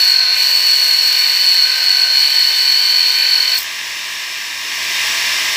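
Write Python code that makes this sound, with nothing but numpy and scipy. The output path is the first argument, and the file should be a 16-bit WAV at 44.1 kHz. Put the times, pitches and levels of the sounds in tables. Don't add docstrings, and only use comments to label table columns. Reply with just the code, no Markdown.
import sys
import numpy as np
from scipy import signal
from scipy.fft import rfft, irfft, next_fast_len
from scipy.io import wavfile
from scipy.ndimage import uniform_filter1d, minimum_filter1d, map_coordinates

SR = 44100
rng = np.random.default_rng(int(sys.argv[2]) if len(sys.argv) > 2 else 0)


def to_wav(sig):
    pcm = np.clip(np.atleast_2d(sig), -1, 1) * 32767
    pcm = np.round(pcm).astype(np.int16)
    wavfile.write(sys.argv[1], SR, pcm.T)


N = 245195
T = np.arange(N) / SR
MAINS_HZ, FREE_HZ, SAG_HZ = 50, 47.85, 2.25
LIFT_S, LIFT_TAKES_S = 3.555, .06

# t/s, speed/(turns per s)
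SHAFT_SPEED = [(0, 45.98), (.1, 46.05), (.2, 46.72), (.3, 46.82), (.4, 45.92), (.5, 45.7), (1, 45.76),
               (1.4, 45.5), (1.7, 46.28), (1.95, 46.1), (2.1, 46.36), (2.2, 45.56), (2.8, 45.22),
               (3.5, 45.52), (3.6, 47.5), (3.75, 47.85), (5.56, 47.84)]
# f/Hz, level/dB per Hz
WHIRR_SPECTRUM = [(40, -90.5), (160, -83), (240, -84), (340, -74.5), (520, -79.5), (660, -71.5), (800, -77),
                  (1150, -68), (1450, -74), (1700, -60.5), (2500, -59.5), (3400, -64), (5700, -63.5),
                  (6700, -70), (8050, -70.5), (8600, -81), (9600, -77), (11500, -80.5), (15000, -76)]
# f/Hz, width/Hz, level/dB
HOUSING_MODES = [(3673, 210, -38.5), (4590, 81, -52), (5357, 160, -36.5), (10290, 120, -52)]
# shaft multiple, added mains multiple, free level/dB, loaded level/dB
MOTOR_TONES = [(0, 2, -65.5, -73.5), (2, 0, -65, -74.5), (0, 4, -64, -76), (5, 0, -66, -86),
               (0, 6, -62.5, -81), (13, 0, -77, -60), (16, 0, -75, -66), (18, 0, -51.5, -50),
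               (20, 0, -76, -55), (18, 2, -47.5, -53.5), (18, 3, -48, -55), (18, 4, -48, -42),
               (18, 5, -54, -62), (18, 6, -48, -66), (27, 0, -66, -49)]
# f/Hz, relative level/dB
BEARING_TONES = [(1599, -41), (1626, -43), (1728, -39), (1836, -39), (1879, -40), (2024, -39), (2067, -39),
                 (2353, -38), (2401, -39), (2492, -40), (2632, -42), (2772, -39), (2821, -38), (2869, -41),
                 (3101, -42), (3246, -44), (3300, -45), (3435, -44), (3666, -40), (4177, -46), (4511, -43),
                 (5254, -44)]
# shaft angle/turns, half length/turns, relative level/dB
SQUEAL_BURSTS = [(.21, .085, -2.5), (.49, .095, 0), (.74, .095, -1), (.99, .085, -4)]
LOW_BURSTS = [(1, 0.33, -1.5), (.3, 0.062, -9)]
MIDDLE_BURSTS = [(0.271, 0.2, 1.2), (.56, 0.032, 4), (0.878, 0.13, 1.7)]
# t/s, relative level/dB
SQUEAL_FADER = [(0.0, -12), (0.33, -11.5), (0.35, -20), (0.45, -13), (1.02, -15.5), (1.28, -19),
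                (1.49, -11.5), (1.76, -17), (1.91, -12.5), (2.01, -16), (2.24, -11.5), (2.33, -20),
                (2.38, -11), (2.54, -19.5), (2.76, -14.5), (3.55, -17.5)]
# f/Hz, relative level/dB
SHUDDER_SPECTRUM = [(220, -34), (440, 0), (720, 12), (950, 1), (2000, -45)]
# f/Hz, relative level/dB
SCRAPE_SPECTRUM = [(100, -100), (400, -98), (750, -110), (1350, -83), (1750, -60), (2700, -59.5),
                   (3400, -72.5), (4000, -62.5), (4400, -38.5), (4780, -62.5), (5100, -87), (5900, -62),
                   (6600, -103), (9000, -83)]
# f/Hz, width/Hz, relative level/dB
PIECE_MODES = [(2402, 67, -33.5), (3640, 36, -35.5), (4030, 120, -30), (4920, 110, -36), (5550, 52, -43),
               (5870, 150, -51)]
# f/Hz, relative level/dB
HISS_SPECTRUM = [(3000, -18.5), (5500, 8.5), (6600, -6), (8050, 4.5), (8800, -6), (11500, -6.5),
                 (13000, 2.5), (14000, 0.5), (15000, 2.5)]
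# shaft multiple, relative level/dB
THROB_TONES = [(11, -52.5), (20, -47)]
# shaft multiple, force, full level/dB
STRAIN_HUMS = [(15, .45, -43), (16, .72, -46.5), (13, .92, -52)]
# t/s, relative peak level/dB
LAST_TICKS = [(3.5443, -12), (3.566, -10), (3.5824, -13), (3.5872, -6), (3.6042, -9), (3.6296, -11.5)]


def undb(db):
    return 10 ** (np.asarray(db) / 20)


def unit(x):
    return x / np.sqrt(np.mean(x ** 2))


def walk(rate):
    knots = rng.standard_normal(int(N / SR * 400))
    return unit(map_coordinates(knots, [T * rate], order=3, mode="wrap"))


def colour(x, points):
    hz, db = np.transpose(points)
    size = next_fast_len(N)
    f = np.maximum(np.fft.rfftfreq(size, 1 / SR), 1)
    eq = undb(np.interp(np.log(f), np.log(hz), db))
    return irfft(rfft(x, size) * eq, size)[:N] * np.sqrt(SR / 2)


def resonate(x, hz, width):
    b, a = signal.iirpeak(hz, hz / width, fs=SR)
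    return unit(signal.lfilter(b, a, signal.lfilter(b, a, x)))


def body(x, modes):
    return sum(undb(db) * resonate(x, hz, width) for hz, width, db in modes)


def surface(turns, memory, size=1024):
    fresh = rng.standard_normal((int(turns[-1]) + 20, size))
    worn = signal.lfilter([1], [1, -memory], fresh, axis=0)
    return unit(map_coordinates(worn.ravel(), [(turns + 10) * size], order=3))


def push_gain(force, firm_db, lost_db, db_per_s):
    return undb(firm_db - lost_db * np.maximum(1 - force, 0) ** 2 + db_per_s * T)


def sweet_spot(force, at_force, spread, build_s=.14):
    return uniform_filter1d(np.exp(-((force - at_force) / spread) ** 2), int(build_s * SR))


def motor(turns, load):
    out = colour(surface(turns, memory=.27), WHIRR_SPECTRUM)
    out += body(surface(turns, memory=.22), HOUSING_MODES)
    for shaft, mains, free_db, load_db in MOTOR_TONES:
        cycles = shaft * turns + mains * MAINS_HZ * T + rng.random()
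        level_db = free_db + load * (load_db - free_db) + walk(9)
        out += undb(level_db) * np.sqrt(2) * np.sin(2 * np.pi * cycles)
    for hz, db in BEARING_TONES:
        phase = 2 * np.pi * hz * turns / FREE_HZ + .85 * walk(11)
        out += undb(db - 3 - 6.4 * load + 2.1 * walk(16)) * np.sqrt(2) * np.sin(phase)
    return out


def drone(hz, db):
    return undb(db) * np.sqrt(2) * np.sin(2 * np.pi * hz * T + .4 * walk(6.3))


def chatter(turns, hz, bursts, slip_rad, scatter_db, detune_hz):
    out, count = np.zeros(N), int(turns[-1]) + 4
    hz = np.broadcast_to(hz, N)
    for angle, half_length, db in bursts:
        detune, late, slip, accent = rng.standard_normal((count, 4)).T
        place = turns - angle + 2
        turn = np.round(place).astype(int)
        centre_s = np.interp(np.arange(count), place, T)
        pitch = np.interp(centre_s, T, hz) + detune_hz * detune
        swell = np.exp(-((place - turn - .015 * late[turn]) / half_length) ** 2)
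        phase = 2 * np.pi * pitch[turn] * (T - centre_s[turn]) + np.cumsum(slip_rad * slip)[turn]
        out += undb(db + scatter_db * accent)[turn] * swell * np.sin(phase)
    return unit(out)


def squeal(turns, force):
    pitch_hz = 4385 + 250 * (force - 1)
    bursts = chatter(turns, pitch_hz, SQUEAL_BURSTS, slip_rad=.6, scatter_db=1.3, detune_hz=22)
    rough = .36 * resonate(surface(turns, memory=.85), hz=4380, width=450)
    bounce = np.where(T > 2.94, .86, .064)
    pressure = 1 + bounce * np.cos(2 * np.pi * (turns - .58))
    pressure /= np.sqrt(1 + bounce + bounce ** 2 / 2)
    rung = resonate(pressure * (bursts + rough), hz=4375, width=540)
    fader_db = np.interp(T, *np.transpose(SQUEAL_FADER))
    return undb(fader_db - 1.8) * rung


def low_ring(turns, force, rub):
    ring = chatter(turns, 1526, LOW_BURSTS, slip_rad=.34, scatter_db=1.5, detune_hz=13)
    shudder = undb(-17.5) * unit(colour(rub, SHUDDER_SPECTRUM))
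    level_db = -36 + .9 * T + 8 * sweet_spot(force, at_force=.62, spread=.16)
    return undb(level_db) * (ring + shudder)


def middle_ring(turns, force):
    pitch_hz = np.interp(T, (1, 3.1), (2930, 3037))
    ring = chatter(turns, pitch_hz, MIDDLE_BURSTS, slip_rad=.62, scatter_db=1, detune_hz=47.6)
    return push_gain(force, firm_db=-28, lost_db=38, db_per_s=.7) * ring


def scrape(turns, force, rub):
    texture = colour(rub, SCRAPE_SPECTRUM) + body(surface(turns, memory=.83), PIECE_MODES)
    runout = 1 + .22 * np.cos(2 * np.pi * turns)
    return push_gain(force, firm_db=0, lost_db=5, db_per_s=.075) * texture * runout


def grit_hiss(turns, force, contact):
    proud_spot = np.exp(-((turns - .75) % 1) / .16)
    grains = surface(turns, memory=.43) * undb(2.5 * proud_spot + 2 * walk(380))
    pressed = contact * push_gain(force, firm_db=-22, lost_db=51, db_per_s=-1.64)
    edge_flare = undb(-21.5) * np.exp(-((T - 3.59) / .045) ** 2)
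    return (pressed + edge_flare) * unit(colour(grains, HISS_SPECTRUM))


def throb(turns, force):
    throb_hz = 7.5 - 6.5 * (force - 1)
    beat = np.cos(np.pi * np.cumsum(throb_hz) / SR + .3 * walk(2))
    return sum(undb(db) * 2 * beat * np.sin(2 * np.pi * order * turns) for order, db in THROB_TONES)


def strain_hums(turns, force):
    out = np.zeros(N)
    for order, at_force, db in STRAIN_HUMS:
        swell = sweet_spot(force, at_force, spread=.18)
        out += undb(db) * swell * np.sqrt(2) * np.sin(2 * np.pi * order * turns)
    return out


def last_ticks(decay_s, trim_db):
    envelope = sum(undb(db + trim_db) * (T >= s) * np.exp(-np.abs(T - s) / decay_s)
                   for s, db in LAST_TICKS)
    return envelope * resonate(rng.standard_normal(N), hz=14600, width=2500)


def scene():
    speed = np.interp(T, *np.transpose(SHAFT_SPEED))
    turns = np.cumsum(speed) / SR
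    force = (FREE_HZ - speed) / SAG_HZ
    contact = np.clip(1 - (T - LIFT_S) / LIFT_TAKES_S, 0, 1)
    strain = throb(turns, force) + strain_hums(turns, force)
    rub = surface(turns, memory=.67)
    rings = low_ring(turns, force, rub) + middle_ring(turns, force) + squeal(turns, force)
    grinding = contact * (strain + rings + scrape(turns, force, rub))
    sizzle = grit_hiss(turns, force, contact) + last_ticks(decay_s=.0022, trim_db=-7.5)
    mix = grinding + sizzle + motor(turns, load=contact) + drone(hz=67, db=-69)
    return np.array([mix, mix])


def gain_control(x, target_db, most_db, hold_s, rise_s):
    level_db = 10 * np.log10(uniform_filter1d(x[0] ** 2, size=2048) + 1e-12)
    headroom_db = np.clip(target_db - level_db, 0, most_db)
    half_hold, half_rise = int(hold_s * SR / 2), int(rise_s * SR / 2)
    held_db = minimum_filter1d(headroom_db, 2 * half_hold + 1, origin=half_hold)
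    return x * undb(uniform_filter1d(held_db, 2 * half_rise + 1, origin=half_rise))


def record(dry):
    low_cut_hz, top_cut_hz, ceiling = 55, 15500, .94
    thin = signal.sosfilt(signal.butter(4, low_cut_hz, "high", fs=SR, output="sos"), dry)
    levelled = gain_control(thin, target_db=-14.5, most_db=7, hold_s=.98, rise_s=.46)
    rounded = levelled / (1 + (levelled / ceiling) ** 8) ** (1 / 8)
    return signal.sosfilt(signal.ellip(12, .2, 80, top_cut_hz, fs=SR, output="sos"), rounded)


dry = scene()
out = record(dry)
to_wav(out)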